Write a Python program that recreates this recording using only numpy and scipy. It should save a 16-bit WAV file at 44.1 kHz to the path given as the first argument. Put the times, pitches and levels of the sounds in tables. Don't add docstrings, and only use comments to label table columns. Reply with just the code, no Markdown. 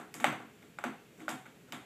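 import sys
import numpy as np
from scipy import signal
from scipy.io import wavfile

SR = 44100
rng = np.random.default_rng(int(sys.argv[2]) if len(sys.argv) > 2 else 0)


def master_out(mix):
    frames = np.transpose(np.atleast_2d(mix))
    ceiling = np.clip(frames, -1, 1)
    pcm = np.round(ceiling * 32767).astype(np.int16)
    wavfile.write(sys.argv[1], SR, pcm)


def rack_gain(trim_db):
    fader = np.asarray(trim_db, float)
    return 10 ** (fader / 20)


N = 81585
LEAD = 4410

# start_s, latch_db, frame_db, shell_db, wires_db
DOOR_KNOCKS = [(0.1407, -29.5, -47.5, -44, -37.5), (0.2001, -24.5, -48, -47, -45),
               (0.2045, -41, -41.5, -43, -42.5), (0.2421, -10, -23, -33.5, -32.5),
               (0.3254, -64, -38.5, -46.5, -53.5), (0.3955, -63, -41.5, -48, -72),
               (0.7854, -33, -40.5, -63, -53), (0.8381, -23.5, -30, -39, -43),
               (0.8466, -51, -43, -37.5, -65), (1.2804, -28, -34.5, -48, -41.5),
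               (1.2897, -30, -39.5, -43, -38), (1.722, -24, -37, -44.5, -41)]
# latch_db, frame_db, shell_db, wires_db
EARLIER_KNOCK_DB = (-39, -37, -47.5, -48)
EARLIER_KNOCK_S = -0.012
# start_s, latch_db, frame_db, shell_db, wires_db
RATTLE_RUNS = [
    (.141, -46, -73, -61, -57),
    (.62, -53, -67, -69.5, -70),
    (1.172, -64, -73, -55.5, -68.5),
    (1.192, -48, -57, -54, -61.5),
    (1.292, -36, -45.5, -53.5, -49.5),
    (1.453, -49, -58.5, -70, -68),
    (1.678, -65, -63.5, -65, -70),
]
RATTLE_LENGTH_S = [0.016, .012, 0.013, .03, 0.022, 0.014, 0.017]
# start_s, level_db
BASE_THUMPS = [
    (0.148, -52),
    (.262, -40),
    (0.851, -55),
    (1.311, -47),
    (1.73, -52),
]
KNOCK_FACING_DB = [-6, -7, -5.5, -1, 1.5, -18, -1.5, -3, -2, -5, -4.5, -9]
KNOCK_BARS_DB = [-15, -11, -15, -15, -8, -10, -13, -17, -4, -6, -5.5, -4.5]
RATTLE_FACING_DB, RATTLE_BARS_DB = -6, -8

# pitch_hz, width_hz, level_db
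LATCH_MODES = [(1740, 700, -10), (2156, 472, 0.5)]
# pitch_hz, width_hz, level_db
BAR_MODES = [(2570, 430, -4), (3040, 430, -1), (3645, 496, 0.5)]
# pitch_hz, width_hz, level_db
FRAME_MODES = [(605, 130, -11), (811, 147, -8), (980, 470, -23), (1458, 366, -1.5)]
# pitch_hz, width_hz, level_db
WIRE_MODES = [(4950, 620, -3.5), (5700, 620, -2), (6580, 525, -2), (7540, 560, 0), (8400, 760, 1.5),
              (11060, 910, -2.5), (11700, 630, -38), (12060, 960, 2.5), (13300, 700, -6),
              (14400, 370, -9.5)]
# pitch_hz, width_hz, level_db
SHELL_MODES = [(210, 63, -10.5), (250.7, 21.9, -2), (326.8, 26.6, -3.5), (465, 110, -3.5)]
# pitch_hz, width_hz, level_db
BASE_MODES = [(126, 25, -2.5), (163.2, 31, -1.5), (204.4, 75, -5)]
LATCH_DB, FRAME_DB, WIRES_DB, SHELL_DB = -5, 4, -0.5, 1
CONTACT_S, WIRES_CONTACT_S, SHELL_LAG_S = 0.0012, 0.004, 0.004964
SPREAD_DB = 4.5
METAL_BLUR = 1.85

# pitch_hz, t60_s
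ROOM_DECAY = [(100, .5), (300, 0.3354), (1000, 0.387), (3000, 0.39), (8000, 0.36), (15000, 0.27)]
# pitch_hz, level_db
ROOM_LEVEL = [(100, -25.5), (300, -32.5), (1000, -26), (2500, -30), (5000, -31.5), (8000, -27.5),
              (15000, -33.5)]
# pitch_hz, width_hz, level_db
HUM_MODES = [(125.5, 6.7, 0.5), (158.7, 60, 8), (221.4, 60, -10.5), (239, 9.2, 0.5), (304, 60, -13),
             (414, 10, 13.5)]
# pitch_hz, density_db
HISS_SPECTRUM = [(52, 4), (100, -6), (160, 0.5), (400, -6.5), (900, -19), (2500, -16.5), (5000, -29.5),
                 (15000, -26.5)]

PORT_HZ = [7940, 9930, 12300, 15700]
PORT_WIDTH_HZ = [1630, 2950, 1500, 1990]
PORT_GAIN = [1.08, 0.086, 0.23, 0.62]


def ring(x, hz, width_hz):
    radius = np.exp(-np.pi * width_hz / SR)
    angle = 2 * np.pi * hz / SR
    return signal.lfilter([0, np.sin(angle)], [1, -2 * radius * np.cos(angle), radius ** 2], x + 1e-18)


def strike(modes, times_s, levels_db, blur, contact_s, direct_db):
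    shape = len(times_s), len(modes)
    delay_s = contact_s * rng.random(shape)
    scatter_db = SPREAD_DB * rng.standard_normal(shape)
    out = np.zeros((2, N + LEAD + 900))
    for m, (hz, width_hz, mode_db) in enumerate(modes):
        force = np.zeros_like(out)
        gain = rack_gain(levels_db + mode_db)
        direct_at = ((times_s + delay_s[:, m]) * SR).astype(int) + LEAD
        around_at = (times_s * SR).astype(int) + LEAD
        np.add.at(force[0], direct_at, gain * rack_gain(direct_db + scatter_db[:, m]))
        np.add.at(force[1], around_at, gain)
        swell = ring(ring(force[0], hz, width_hz), hz, width_hz) * 2 * np.e * np.pi * width_hz / SR
        around = ring(force[1], hz, blur * width_hz)
        out += np.array([swell, around]) * (-1) ** m
    return out[:, :N + LEAD]


def touches():
    rattles = []
    for (start_s, *levels_db), length_s in zip(RATTLE_RUNS, RATTLE_LENGTH_S):
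        for k in range(8):
            rattles.append((start_s + length_s * (k + rng.random()) / 8, *levels_db))
    columns = np.transpose([(EARLIER_KNOCK_S, *EARLIER_KNOCK_DB), *DOOR_KNOCKS, *rattles])
    facing_db = np.array([RATTLE_FACING_DB, *KNOCK_FACING_DB, *[RATTLE_FACING_DB] * len(rattles)])
    bars_db = np.array([RATTLE_BARS_DB, *KNOCK_BARS_DB, *[RATTLE_BARS_DB] * len(rattles)])
    return *columns, facing_db, bars_db


def latch(s, level_db, facing_db):
    return strike(LATCH_MODES, s, level_db + LATCH_DB, METAL_BLUR, CONTACT_S, facing_db)


def bars(s, latch_db, bars_db, facing_db):
    return strike(BAR_MODES, s, latch_db + LATCH_DB + bars_db, METAL_BLUR, CONTACT_S, facing_db - 2.0)


def frame(s, level_db, facing_db):
    return strike(FRAME_MODES, s, level_db + FRAME_DB, METAL_BLUR, CONTACT_S, facing_db)


def wires(s, level_db, facing_db):
    return strike(WIRE_MODES, s, level_db + WIRES_DB, METAL_BLUR, WIRES_CONTACT_S, -6.5 + facing_db / 2)


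def shell(s, level_db):
    return strike(SHELL_MODES, s + SHELL_LAG_S, level_db + SHELL_DB, 1.38, CONTACT_S, -7.5)


def base():
    return strike(BASE_MODES, *np.transpose(BASE_THUMPS), 1.08, CONTACT_S, -5.5)


def carrier():
    s, latch_db, frame_db, shell_db, wires_db, facing_db, bars_db = touches()
    x = latch(s, latch_db, facing_db) + bars(s, latch_db, bars_db, facing_db)
    x += frame(s, frame_db, facing_db) + wires(s, wires_db, facing_db)
    x += shell(s, shell_db) + base()
    return signal.sosfilt(signal.butter(2, 137, "high", fs=SR, output="sos"), x)


def at_hz(points, hz):
    table_hz, values = np.transpose(points)
    return np.interp(np.log(hz), np.log(table_hz), values)


def bands(size, gain):
    white = rng.standard_normal((2, size))
    edges_hz = 28 * 2 ** np.arange(0, 9.3, 1 / 3)
    out = np.zeros(size)
    for k, (low_hz, high_hz) in enumerate(zip(edges_hz, edges_hz[1:])):
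        sos = signal.butter(2, [low_hz, high_hz], "band", fs=SR, output="sos")
        out += gain(np.sqrt(low_hz * high_hz)) * signal.sosfilt(sos, white[k % 2])
    return out


def room(x):
    start_s, rise_s = 0.0013, 0.0044
    t = np.arange(SR) / SR
    tail = bands(SR, lambda hz: rack_gain(at_hz(ROOM_LEVEL, hz) - 60 * t / at_hz(ROOM_DECAY, hz)))
    onset = np.clip((t - start_s) / rise_s, 0, 1)
    return signal.fftconvolve(x, tail * onset)[:len(x)]


def rms_one(x):
    return x / np.sqrt(np.mean(x ** 2) + 1e-20)


def hiss():
    return rack_gain(-59.5) * rms_one(bands(N + LEAD, lambda hz: rack_gain(at_hz(HISS_SPECTRUM, hz))))


def hum():
    white = rng.standard_normal(N + LEAD)
    modes = sum(rack_gain(db) * rms_one(ring(white, hz, width_hz)) for hz, width_hz, db in HUM_MODES)
    return rack_gain(-67.5) * rms_one(modes)


def scene():
    direct, around = carrier()
    mix = direct + rack_gain(6.0) * room(around) + hiss() + hum()
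    return mix[None, LEAD:]


def top_cut(x):
    return signal.sosfilt(signal.butter(12, 15770, fs=SR, output="sos"), x)


def record(dry):
    x = dry.copy()
    for hz, width_hz, gain in zip(PORT_HZ, PORT_WIDTH_HZ, PORT_GAIN):
        x += gain * 2 * np.pi * width_hz / SR * ring(dry, hz, width_hz)
    x = signal.sosfilt(signal.butter(3, 113.6, "high", fs=SR, output="sos"), x)
    x = signal.sosfilt(signal.ellip(8, 1, 30, 15270, fs=SR, output="sos"), x)
    return top_cut(x)


dry = scene()
out = record(dry)
master_out(out)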